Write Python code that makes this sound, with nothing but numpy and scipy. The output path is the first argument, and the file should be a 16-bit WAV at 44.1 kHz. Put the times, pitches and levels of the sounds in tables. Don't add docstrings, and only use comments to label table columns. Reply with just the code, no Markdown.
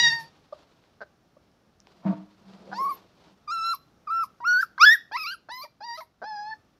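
import sys
import numpy as np
from scipy import signal
from scipy.fft import rfft, irfft, next_fast_len
from scipy.io import wavfile
from scipy.ndimage import uniform_filter1d

SR = 44100
rng = np.random.default_rng(int(sys.argv[2]) if len(sys.argv) > 2 else 0)


def makeup_ratio(level_db):
    decades = np.asarray(level_db, float) / 20
    return 10 ** decades


def dump(signal):
    limited = np.clip(np.atleast_2d(signal).T, -1, 1)
    pcm = np.round(limited * 32767).astype(np.int16)
    wavfile.write(sys.argv[1], SR, pcm)


N = 299420

# time_s, pitch_hz, effort_db, mouth_opening_db (as brightness)
WHINE_FADING = [(0.0, 948.7, -18, 3), (0.02, 958.8, -30, 10), (0.044, 939.9, -19, 0),
                (0.068, 924.6, -19, -3), (0.09, 943.0, -26, 2), (0.114, 904, -28, -2), (0.13, 930, -24, -8),
                (0.216, 906.3, -42, -8), (0.29, 923.9, -67, 0)]
WHINE_RISING = [(2.722, 760, -40, -21), (2.762, 922, -41, -6), (2.782, 958, -34, -12),
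                (2.79, 1035, -27, -26), (2.858, 1125, -25.5, -32), (2.88, 1100, -27, -33),
                (2.9, 1185, -27, -30), (2.926, 1075, -31, -29), (2.945, 1040, -55, -4)]
YIP_LONG = [(3.474, 1196, -54, -21), (3.48, 1211, -34, -18), (3.5, 1194, -31, -15), (3.522, 1374, -28, -14),
            (3.606, 1310, -30, -14), (3.698, 1366, -26, -8), (3.73, 1360, -27, -15),
            (3.742, 1110, -30, -24), (3.766, 950, -64, 8)]
YIP_SHORT = [(4.068, 1250, -58, -25), (4.076, 1260, -31, -29), (4.09, 1140, -34, -28),
             (4.112, 1325, -26, -34), (4.142, 1345, -25, -31), (4.224, 1340, -25, -27),
             (4.237, 1240, -25.5, -25), (4.243, 1060, -33, -22), (4.262, 950, -68, 5)]
YIP_CRACKING = [(4.406, 950, -46, -20), (4.438, 955, -36, -35), (4.452, 1340, -27, -31),
                (4.478, 1450, -20.5, -17), (4.575, 1475, -20, -18), (4.609, 1590, -22, -17),
                (4.619, 1830, -40, -8), (4.632, 1400, -19, -27), (4.652, 1200, -55, -10)]
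YELP = [(4.788, 975, -39, -25), (4.814, 1215, -13, -7), (4.836, 1405, -8, -11), (4.851, 1520, -10, -12),
        (4.856, 1680, -18, -9), (4.862, 1710, -11.5, -16), (4.888, 1700, -10.5, -17),
        (4.936, 1920, -16.5, -20), (4.96, 1580, -27, -30)]
YIP_WAVERING = [(5.118, 790, -39, -8), (5.163, 1030, -25, -15), (5.175, 1300, -34, -8),
                (5.228, 1260, -36, -1), (5.252, 1150, -34, -8), (5.276, 1345, -34, -2),
                (5.333, 1590, -36, -8), (5.348, 1340, -39, -24), (5.358, 1300, -58, -10)]
WHINE_SOFT = [(5.492, 852, -46, -9), (5.506, 876, -37, -11), (5.52, 985, -40, -3), (5.61, 1040, -41, -6),
              (5.628, 1200, -43, 0), (5.646, 1185, -40, -9), (5.653, 950, -45, -14), (5.668, 930, -51, -13)]
WHINE_LOW = [(5.806, 822, -45, -14), (5.822, 818, -40, -16), (5.846, 938, -39, -5), (5.862, 955, -43, -2),
             (5.9, 936, -37, -5), (5.938, 937, -38, -3), (5.971, 1016, -47, -4)]
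HICCUP = [(5.974, 625, -44, -2), (5.986, 643, -36, -12), (6.004, 640, -45, -12), (6.009, 1124, -42, -10),
          (6.023, 938, -43, -22), (6.041, 950, -60, -15)]
WHINE_LAST = [(6.238, 833.8, -38, -14), (6.246, 793.5, -38, -13), (6.264, 857.3, -38, -14),
              (6.282, 876.7, -36, -14), (6.372, 825.1, -36, -14), (6.454, 841.7, -37, -17),
              (6.504, 880.0, -36, -15), (6.536, 883.7, -34, -23), (6.56, 864.2, -60, -10)]
CALLS = [WHINE_FADING, WHINE_RISING, YIP_LONG, YIP_SHORT, YIP_CRACKING, YELP, YIP_WAVERING,
         WHINE_SOFT, WHINE_LOW, HICCUP, WHINE_LAST]
# time_s, pitch_hz
NOSE_WHISTLES = [
    [(2.82, 12450), (2.885, 12400)],
    [(2.915, 13400), (2.95, 13100), (2.96, 12300)],
    [(4.455, 13500), (4.468, 13200), (4.495, 13800), (4.58, 13750), (4.61, 14050), (4.66, 11990)],
    [(4.815, 12800), (4.84, 12250), (4.875, 12600), (4.92, 12100), (4.948, 11600), (4.965, 11900)],
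    [(5.165, 13600), (5.2, 12300), (5.235, 12230), (5.255, 12600), (5.28, 11980), (5.362, 11270)],
    [(5.535, 13800), (5.57, 13400), (5.665, 12960)],
    [(5.855, 12500), (5.9, 12160), (5.96, 12075), (5.985, 11550), (6.01, 12300), (6.04, 11400)],
]
# frequency_hz, gain_db
NOSE_PASSAGE = [(8000, -19), (9200, -18), (10100, -3.5), (11300, -8), (12600, -2.5), (14000, -9),
                (15700, -15)]
NOSTRIL_HZ = (11500, 14500)


def in_time(rows):
    s, *columns = np.transpose(rows)
    return [np.interp(np.arange(N) / SR, s, c) for c in columns]


def inside(tables):
    t = np.arange(N) / SR
    on = sum((t >= rows[0][0]) & (t <= rows[-1][0]) for rows in tables) > 0
    return uniform_filter1d(on * 1., size=220)


def rms_one(x):
    return x / np.sqrt(np.mean(x ** 2) + 1e-20)


def drift(rate_hz):
    r = np.exp(-40 * np.pi * rate_hz / SR)
    slow = signal.lfilter([1], [1, -2 * r, r * r], rng.standard_normal(N // 20 + 1002))
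    slow = slow[1000:]
    return np.interp(np.arange(N) / 20, np.arange(len(slow)), rms_one(slow))


def ring(clicks, hz, t60_s):
    r = makeup_ratio(-60 / (t60_s * SR))
    w = 2 * np.pi * hz / SR
    return signal.lfilter([0, np.sin(w)], [1, -2 * r * np.cos(w), r * r], clicks + 1e-18)


def gain_at(spectrum, hz):
    below = (spectrum[0][0] / 2, -90)
    above = (spectrum[-1][0] * 1.1, -90)
    points = np.array([below, *spectrum, above])
    return makeup_ratio(np.interp(np.log(hz + 1), np.log(points[:, 0]), points[:, 1]))


def coloured(spectrum):
    size = next_fast_len(N)
    shaped = rfft(rng.standard_normal(size)) * gain_at(spectrum, np.fft.rfftfreq(size, 1 / SR))
    return rms_one(irfft(shaped, size)[:N])


def swells(rows):
    t = np.arange(0, N, 20) / SR
    power = 0
    for s, peak_db, rise_s, fall_s in rows:
        below_peak_db = 20 * np.maximum((s - t) / rise_s, (t - s) / fall_s)
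        power = power + makeup_ratio(peak_db - below_peak_db) ** 2
    return np.interp(np.arange(N) / SR, t, np.sqrt(power))


def grown(hz, edges):
    return np.clip((hz - edges[0]) / (edges[1] - edges[0]), 0, 1)


def lifted(noise, edges, lift_db):
    size = next_fast_len(N)
    spectrum = rfft(noise, size)
    share = np.round(2 * grown(np.fft.rfftfreq(size, 1 / SR), edges)) / 2
    total, power = 0, 0
    for part in (0, .5, 1):
        band = irfft(spectrum * (share == part))[:N]
        gain = makeup_ratio(part * lift_db)
        total = total + band * gain
        power = power + np.mean(band ** 2) * gain ** 2
    return total / np.sqrt(power)


def controls():
    # start_s, end_s, first_crest_s, rate_per_s, share_of_pitch
    tremors = [
        (2.8, 2.93, 2.815, 23.5, .015),
        (5.17, 5.34, 5.18, 21.3, .025),
        (4.47, 4.58, 4.495, 21, .01),
    ]
    # time_s, octave_over_fundamental_db, mouth_ring_hz, jaw_lift_db,
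    # lip_lift_db
    jaw_shape = [(0, 14, 3800, 0, 3), (.05, 18, 3900, 0, 3), (.1, 15, 4000, 3, 0), (.15, 13, 4500, 5, 3),
                 (.2, 2, 4600, 5, 8), (.29, -10, 4600, 0, 4), (2.722, 3, 4600, 0, 0),
                 (2.762, -12, 4550, 8, 8), (2.79, -26, 5000, 3, 12), (2.84, -36, 5000, 0, 12),
                 (2.9, -29, 4700, -8, 9), (2.945, -22, 4500, 0, 13), (3.474, -22, 4850, 8, 12),
                 (3.538, -24, 4300, 0, 17), (3.575, -21, 4000, 0, 5), (3.616, -17, 5100, 0, 11),
                 (3.65, -20, 4100, 0, 10), (3.72, -20, 4100, 0, 12), (3.75, -33, 5400, -15, 3),
                 (4.068, -25, 4800, 0, 0), (4.133, -35, 4000, 0, 8), (4.16, -28, 5300, 0, 9),
                 (4.22, -31, 5300, 0, 8), (4.262, -31, 5000, -8, 10),
                 (4.406, -22, 4500, 15, 0), (4.442, -19, 4500, 15, 0), (4.468, -25, 5600, 0, 5),
                (4.494, -39, 4400, 0, 2), (4.52, -31, 5750, 0, 0), (4.55, -41, 4400, 0, 3),
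                (4.575, -52, 4400, 0, 7), (4.6, -35, 4600, 0, 14), (4.652, -39, 5200, 0, 12),
                (4.784, -19, 5000, 15, 6), (4.808, -8, 5200, 12, 3), (4.826, -14, 5450, 8, 0),
                (4.844, -27, 4600, 0, -7), (4.862, -8, 5100, 0, 12), (4.895, -11, 5300, 0, 14),
                (4.926, -15, 5600, 0, 13), (4.96, -27, 5000, 0, 18), (5.118, 5, 4800, 20, -5),
                (5.152, -8, 4000, 6, -5), (5.19, 1, 5250, 0, -8), (5.236, 6, 5000, -3, -8),
                (5.258, -1, 4600, 0, -3), (5.28, -3, 4150, 3, -14), (5.31, -3, 4400, 0, -6),
                (5.326, -15, 4700, 0, 8), (5.365, -21, 4600, 0, 8),
                 (5.492, -7, 4300, 10, 0), (5.523, -8, 3950, 5, -8), (5.567, 2, 5050, 0, 8),
                (5.59, -19, 4150, 0, -5), (5.611, -17, 4200, -10, 0), (5.633, -5, 4700, 0, 0),
                (5.668, -15, 4700, 0, 0), (5.806, -5, 4850, 5, 0), (5.838, -18, 4470, 5, -10),
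                (5.87, -8, 4750, -3, -8), (5.93, -6, 4650, -5, -8), (5.971, 5, 4200, 0, 0),
                (5.974, 12, 4100, 0, 0), (6.041, -22, 4250, 0, 0), (6.238, -7, 5000, 10, 0),
                (6.27, -9, 4700, 0, -15), (6.31, -11, 5000, 0, -12), (6.4, -9, 5000, 0, -3),
                (6.5, -15, 4350, 4, -5), (6.532, 3, 4400, 8, 0), (6.56, -9, 4400, 0, 0)]
    pitch, effort_db, open_db = in_time(sum(CALLS, []))
    t = np.arange(N) / SR
    for start, end, crest, per_s, share in tremors:
        tremble = np.cos(2 * np.pi * per_s * (t - crest))
        pitch = pitch * (1 + share * inside([[(start,), (end,)]]) * tremble)
    octave_db, *jaw = in_time(jaw_shape)
    first_db = effort_db - 10 * np.log10(1 + makeup_ratio(octave_db) ** 2)
    mouth_db = uniform_filter1d(effort_db + open_db, size=176)
    return pitch, first_db, first_db + octave_db, mouth_db, *jaw


def nose_whistle(phase, pitch, nostril_db, fall_db=6.0):
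    hz = in_time(sum(NOSE_WHISTLES, []))[0] * (1 + .004 * drift(90))
    carrier = 2 * np.pi * np.cumsum(hz) / SR
    wavering = drift(30)
    out, power = 0, 1e-9
    for k in range(-3, 4):
        line_hz = hz + k * pitch
        shape_db = -fall_db * np.sqrt(abs(k)) + nostril_db * grown(line_hz, NOSTRIL_HZ)
        gain = gain_at(NOSE_PASSAGE, line_hz) * makeup_ratio(shape_db)
        waver = makeup_ratio(4.0 * np.roll(wavering, 9000 * k))
        out = out + gain * waver * np.sin(carrier + k * phase)
        power = power + gain ** 2
    return out / np.sqrt(power)


def voice(low_breath_db=-38, ring_db=14.0, ring_width_hz=480, nose_breath=.38):
    # start_s, end_s, breath_share
    breaks = [(0, .19, .02), (.19, .3, .45), (2.72, 2.96, .3), (3.735, 3.77, .7), (4.07, 4.236, .12),
              (4.236, 4.27, .6), (4.612, 4.67, .55), (4.8, 4.93, .04), (4.93, 4.98, .3), (5.11, 5.37, .1),
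              (5.63, 5.67, .4), (5.97, 6.05, .55), (6.545, 6.57, .3)]
    # frequency_hz, gain_db
    mouth_passage = [(2300, -1.5), (3000, -11), (4500, 0), (5600, 0), (6500, -15), (7600, -25),
                     (8600, -36.5)]
    # time_s, flow_db, nostril_top_lift_db
    nostril_flow = [(0, -64, -14), (.12, -61, -14), (.19, -66, -12), (.205, -60, -8), (.24, -69, -8),
                    (.3, -99, -8), (2.745, -99, -15), (2.765, -71, -15), (2.815, -61, -5), (2.84, -52, 5),
                    (2.866, -61, -3), (2.892, -62, -12), (2.918, -55, 0), (2.955, -60, 0), (2.98, -99, 0),
                    (3.47, -99, -10), (3.49, -79, -10), (3.54, -65, -25), (3.6, -68, -15),
                    (3.66, -60, -25), (3.72, -57, -15), (3.746, -55, -5), (3.768, -72, -5),
                    (3.8, -99, -5), (4.085, -99, -25), (4.107, -73, -25), (4.135, -68, -20),
                    (4.22, -68, -14), (4.237, -55, -8), (4.26, -62, -8), (4.285, -99, -8),
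                    (4.44, -99, 0), (4.468, -58, 0), (4.6, -58, 0), (4.624, -48, 3), (4.65, -57, 0),
                     (4.685, -99, 0), (4.785, -99, 8), (4.82, -47, 8), (4.85, -45, 5), (4.875, -50, 0),
                     (4.926, -43, -3), (4.955, -46, -10), (4.995, -99, -10), (5.112, -99, -20),
                     (5.126, -71, -20), (5.152, -69, -15), (5.17, -60, 0), (5.236, -52, 0), (5.26, -55, 5),
                     (5.3, -60, -8), (5.346, -61, -12), (5.39, -99, -12), (5.49, -99, -25),
                     (5.523, -65, -25), (5.545, -70, 0), (5.567, -60, 10), (5.611, -55, 8), (5.64, -57, 3),
                     (5.66, -66, 0), (5.69, -99, 0), (5.82, -99, -5), (5.88, -76, -5), (5.93, -73, -8),
                     (5.97, -62, -6), (6.0, -64, -3), (6.02, -60, -3), (6.05, -75, -5), (6.08, -99, -5)]
    # peak_s, peak_db, rise_20db_s, fall_20db_s
    grumbles = [
        (2.692, -46, .08, .02),
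        (2.8, -47, .06, .22),
    ]
    # frequency_hz, density_db (per Hz)
    chest = [(250, -8), (400, 0), (560, -3), (900, -12)]
    jaw_hz, lips_hz = (4200, 3200), (5600, 7000)

    breath = 0.035 + sum(share * inside([[(start,), (end,)]]) for start, end, share in breaks)
    pitch, first_db, octave_db, mouth_db, ring_hz, jaw_db, lips_db = controls()
    nose_db, nostril_db = in_time(nostril_flow)
    gate = inside(CALLS)
    on = gate > 0
    jitter = .004 * drift(50) + .025 * breath * drift(250)
    pitch = uniform_filter1d(pitch, size=88) * (1 + jitter)
    phase = 2 * np.pi * np.cumsum(pitch) / SR
    fundamental = makeup_ratio(first_db + .5 * drift(40)) * np.sin(phase)
    octave = makeup_ratio(octave_db + 1.8 * drift(51)) * np.cos(2 * phase)
    low_breath = makeup_ratio(first_db + low_breath_db) * coloured([(500, -12), (1400, 2.5), (2600, -8.5)])
    out = gate * (np.sqrt(2) * (fundamental + octave) + low_breath)

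    whistling = inside(NOSE_WHISTLES)
    out += makeup_ratio(nose_db + 1.5) * whistling * nose_whistle(phase, pitch, nostril_db)
    nose_db = nose_db - 8.0 * whistling
    nose_air = breath + nose_breath + 0.46 * whistling + 1 - gate
    for passage, level_db, waver_db, air, edges, top_db, open_for_air in (
            (mouth_passage, mouth_db, 2.2, breath, lips_hz, lips_db, gate),
            (NOSE_PASSAGE, nose_db, 6.0, nose_air, NOSTRIL_HZ, nostril_db, 1)):
        stack, power = 0, 1e-9
        air = np.clip(air, 0, 1)
        wavering = drift(57)
        for k in range(3, 21):
            hz = k * pitch[on]
            shape_db = ring_db / (1 + ((hz - ring_hz[on]) / ring_width_hz) ** 2)
            shape_db = shape_db + jaw_db[on] * grown(hz, jaw_hz) + top_db[on] * grown(hz, edges)
            gain = gain_at(passage, hz) * makeup_ratio(shape_db)
            waver = makeup_ratio(waver_db * np.roll(wavering, 9000 * k)[on])
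            stack = stack + gain * waver * np.cos(k * phase[on] + k * k)
            power = power + gain ** 2 / 2
        puffs = lifted(coloured(passage), edges, top_db) * (1 + .5 * np.cos(phase))
        tone_gain = gate * makeup_ratio(level_db - .3 * waver_db) * np.sqrt(1 - air ** 2)
        out[on] += tone_gain[on] * stack / np.sqrt(power)
        out += open_for_air * makeup_ratio(level_db) * air * puffs
    return out + swells(grumbles) * makeup_ratio(2.0 * drift(40)) * coloured(chest)


def tub():
    # peak_s, peak_db, rise_20db_s, fall_20db_s
    rubs = [
        (2.0, -57, .2, .3),
        (2.07, -23, .03, .12),
        (2.486, -49, .15, .5),
        (2.728, -45, .17, .17),
        (3.276, -55, .09, .09),
    ]
    # start_s, deep_modes_db, high_modes_db
    knock_rows = [
        (2.052, -22, -19),
        (2.064, -27, -18),
        (2.127, -39, -18),
        (2.205, -52, -35.5),
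    ]
    # frequency_hz, level_db, t60_s
    shell_modes = [(191, 7.0, 0.17), (307, -12, 0.33), (670, -6, 0.085), (720, -10, 0.08), (928, -8, 0.037),
                   (1150, -21, 0.04)]
    low_hz, low_db, low_t60_s = 145, -34.5, 0.68
    contacts = rng.standard_normal(N) * (rng.random(N) < 6000. / SR)
    drive = contacts * swells(rubs)
    knocks = np.zeros((2, N))
    for s, deep_db, high_db in knock_rows:
        knocks[:, round(s * SR)] = makeup_ratio(deep_db), makeup_ratio(high_db)
    blows = signal.lfilter([.03], [1, -.97], knocks)
    modes = 0
    for hz, level_db, t60_s in shell_modes:
        push = makeup_ratio(-22.5) * drive + blows[int(hz > 250)]
        modes = modes + makeup_ratio(level_db) * ring(push, hz, t60_s)
    thud = signal.sosfilt(signal.butter(2, [400, 1050], "band", fs=SR, output="sos"), drive)
    fading_db = low_db - 60 * np.arange(N) / SR / low_t60_s
    rumble = makeup_ratio(fading_db) * rms_one(ring(contacts, low_hz, 0.12))
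    shell = modes + makeup_ratio(5.0) * thud + rumble
    return signal.sosfilt(signal.butter(4, [160, 4500], "band", fs=SR, output="sos"), shell)


def paws():
    # peak_s, peak_db, rise_20db_s, fall_20db_s
    scuff_rows = [
        (0, -51.5, .1, .45),
        (.56, -61.5, .08, .3),
        (.86, -68, .08, .15),
        (1.89, -66, .04, .6),
        (2.062, -57, .015, .2),
        (2.15, -67, .4, .6),
        (2.53, -59.5, .27, .27),
        (2.72, -57, .2, .45),
        (2.95, -56, .4, .15),
        (3.27, -59, .13, .12),
    ]
    # frequency_hz, density_db (per Hz)
    scuff_colour = [(180, -33.5), (300, -2), (459, -4), (1020, -6), (1910, -15.5), (4500, -14), (7500, -30),
                    (15000, -48)]
    rest_db = -77
    return (swells(scuff_rows) + makeup_ratio(rest_db)) * makeup_ratio(2.0 * drift(30)) * coloured(scuff_colour)


def yard_hum():
    # frequency_hz, density_db (per Hz)
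    hum_colour = [(15, -24), (25, 0), (49, -11.5), (204, -9), (445, -17.5), (782, -19.5), (1020, -27),
                  (1170, -20), (2010, -30.5), (5010, -35.5), (5430, -31), (7910, -45.5), (15500, -47)]
    # time_s, level_db
    hum_swell = [(0, 1.5), (3.0, 2), (4.5, 4.5), (5.3, 0), (6.15, -2.5), (6.5, 5), (6.8, 0)]
    return makeup_ratio(-66.0 + in_time(hum_swell)[0] + 0.28 * drift(3)) * coloured(hum_colour)


def creaks():
    # start_s, length_s, peak_db, low_resonance_hz, second_resonance_db
    gulps = [
        (0.524, .011, -34, 584, -8),
        (1.366, .006, -50, 581, -12.5),
        (5.633, .02, -45.5, 600, -2),
    ]
    slow_creaks = [
        (1.006, .028, -34, 585, 0.5),
        (2.716, .028, -31, 793, -1),
        (6.217, .027, -30, 664, -5),
    ]
    glottal_clicks = [
        (4.403, .006, -37, 920, -10.5),
        (4.779, .005, -28.5, 1130, 1.5),
        (5.113, .008, -33, 790, -5),
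        (5.487, .008, -35, 722, -1),
        (5.806, .008, -40.5, 664, -1.5),
    ]
    third_hz, third_db = 4700, -21
    out = np.zeros(N)
    kinds = ((gulps, 590, 1180), (slow_creaks, 215, 1545), (glottal_clicks, 300, 1545))
    events = [(*kind, *row) for rows, *kind in kinds for row in rows]
    for per_s, second_hz, s, length, peak_db, low_hz, second_db in events:
        chance = rng.standard_normal((2, 12))
        times = np.cumsum((1 + 0.1 * chance[0]) / per_s)
        times -= times[0]
        kept = times < length
        swell_db = -5.0 * (2 * times / length - 1) ** 2
        clicks = np.zeros(SR // 10)
        clicks[(times[kept] * SR).astype(int)] = makeup_ratio(peak_db + swell_db + 2 * chance[1])[kept]
        sound = ring(clicks, low_hz, .02) - makeup_ratio(second_db) * ring(clicks, second_hz, .024)
        sound = signal.sosfilt(signal.butter(3, 2200, fs=SR, output="sos"), sound)
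        rasp = np.convolve(clicks, np.hanning(200))[:len(clicks)] * rng.standard_normal(len(clicks))
        third = ring(ring(rasp, third_hz, .0015), third_hz, .001) / 6
        sound += makeup_ratio(third_db + second_db) * third
        out[round(s * SR):][:len(sound)] += sound
    return signal.sosfilt(signal.butter(2, [260, 6000], "band", fs=SR, output="sos"), out)


def claws():
    # start_s, peak_db, frequency_hz, ring_cycles
    ticks = [
        (0.8394, -48, 2550, 1.9),
        (1.516, -56, 5200, 4.8),
        (1.8025, -40, 5540, 12),
        (1.8705, -42, 2300, 4.5),
        (1.871, -47, 4800, 8),
        (1.8715, -45, 800, 3.0),
        (2.536, -47, 4000, 3.2),
    ]
    out = np.zeros(N)
    for s, peak_db, hz, cycles in ticks:
        click = rng.standard_normal(441) * makeup_ratio(-np.arange(441) * 1.5)
        strike = click * np.hanning(882)[:441] ** .3
        tick = ring(ring(strike, hz, cycles / hz), hz, 2.5 / hz)
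        out[round(s * SR):][:441] += makeup_ratio(peak_db) * tick / np.abs(tick).max()
    return out


def squeaks():
    # start_s, length_s, from_hz, to_hz, level_db
    squeak_rows = [
        (3.744, 0.012, 13300, 12100, -36),
        (4.235, 0.016, 12800, 11300, -50),
        (4.957, 0.018, 13480, 11300, -50),
    ]
    out = np.zeros(N)
    for s, length, from_hz, to_hz, level_db in squeak_rows:
        size = round(length * SR)
        glide = np.cumsum(np.linspace(from_hz, to_hz, size)) / SR
        out[round(s * SR):][:size] += makeup_ratio(level_db) * np.hanning(size) * np.sin(2 * np.pi * glide)
    return out


def walls(x):
    # frequency_hz, gain_db
    wall_colour = [(150, -16), (600, -5), (1200, -10), (2000, -5.5), (4000, -2.5), (6000, -6),
                   (14000, -8.5)]
    t60_s = 0.3
    t = np.arange(SR // 2) / SR
    echoes = coloured(wall_colour)[:len(t)] * makeup_ratio(-60 * t / t60_s) * (t > .006)
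    echoes *= 1 + 5.0 * np.exp(-t / 0.012)
    return signal.fftconvolve(x, echoes / np.sqrt(np.sum(echoes ** 2)))[:N]


def scene():
    near = voice() + tub() + paws() + creaks() + claws() + squeaks()
    return (near + makeup_ratio(-16) * walls(near) + yard_hum())[None]


def top_cut(x):
    return signal.sosfilt(signal.butter(12, 15710, fs=SR, output="sos"), x)


def record(dry):
    heard = signal.sosfilt(signal.butter(4, 48, "high", fs=SR, output="sos"), dry)
    return top_cut(heard)


dry = scene()
out = record(dry)
dump(out)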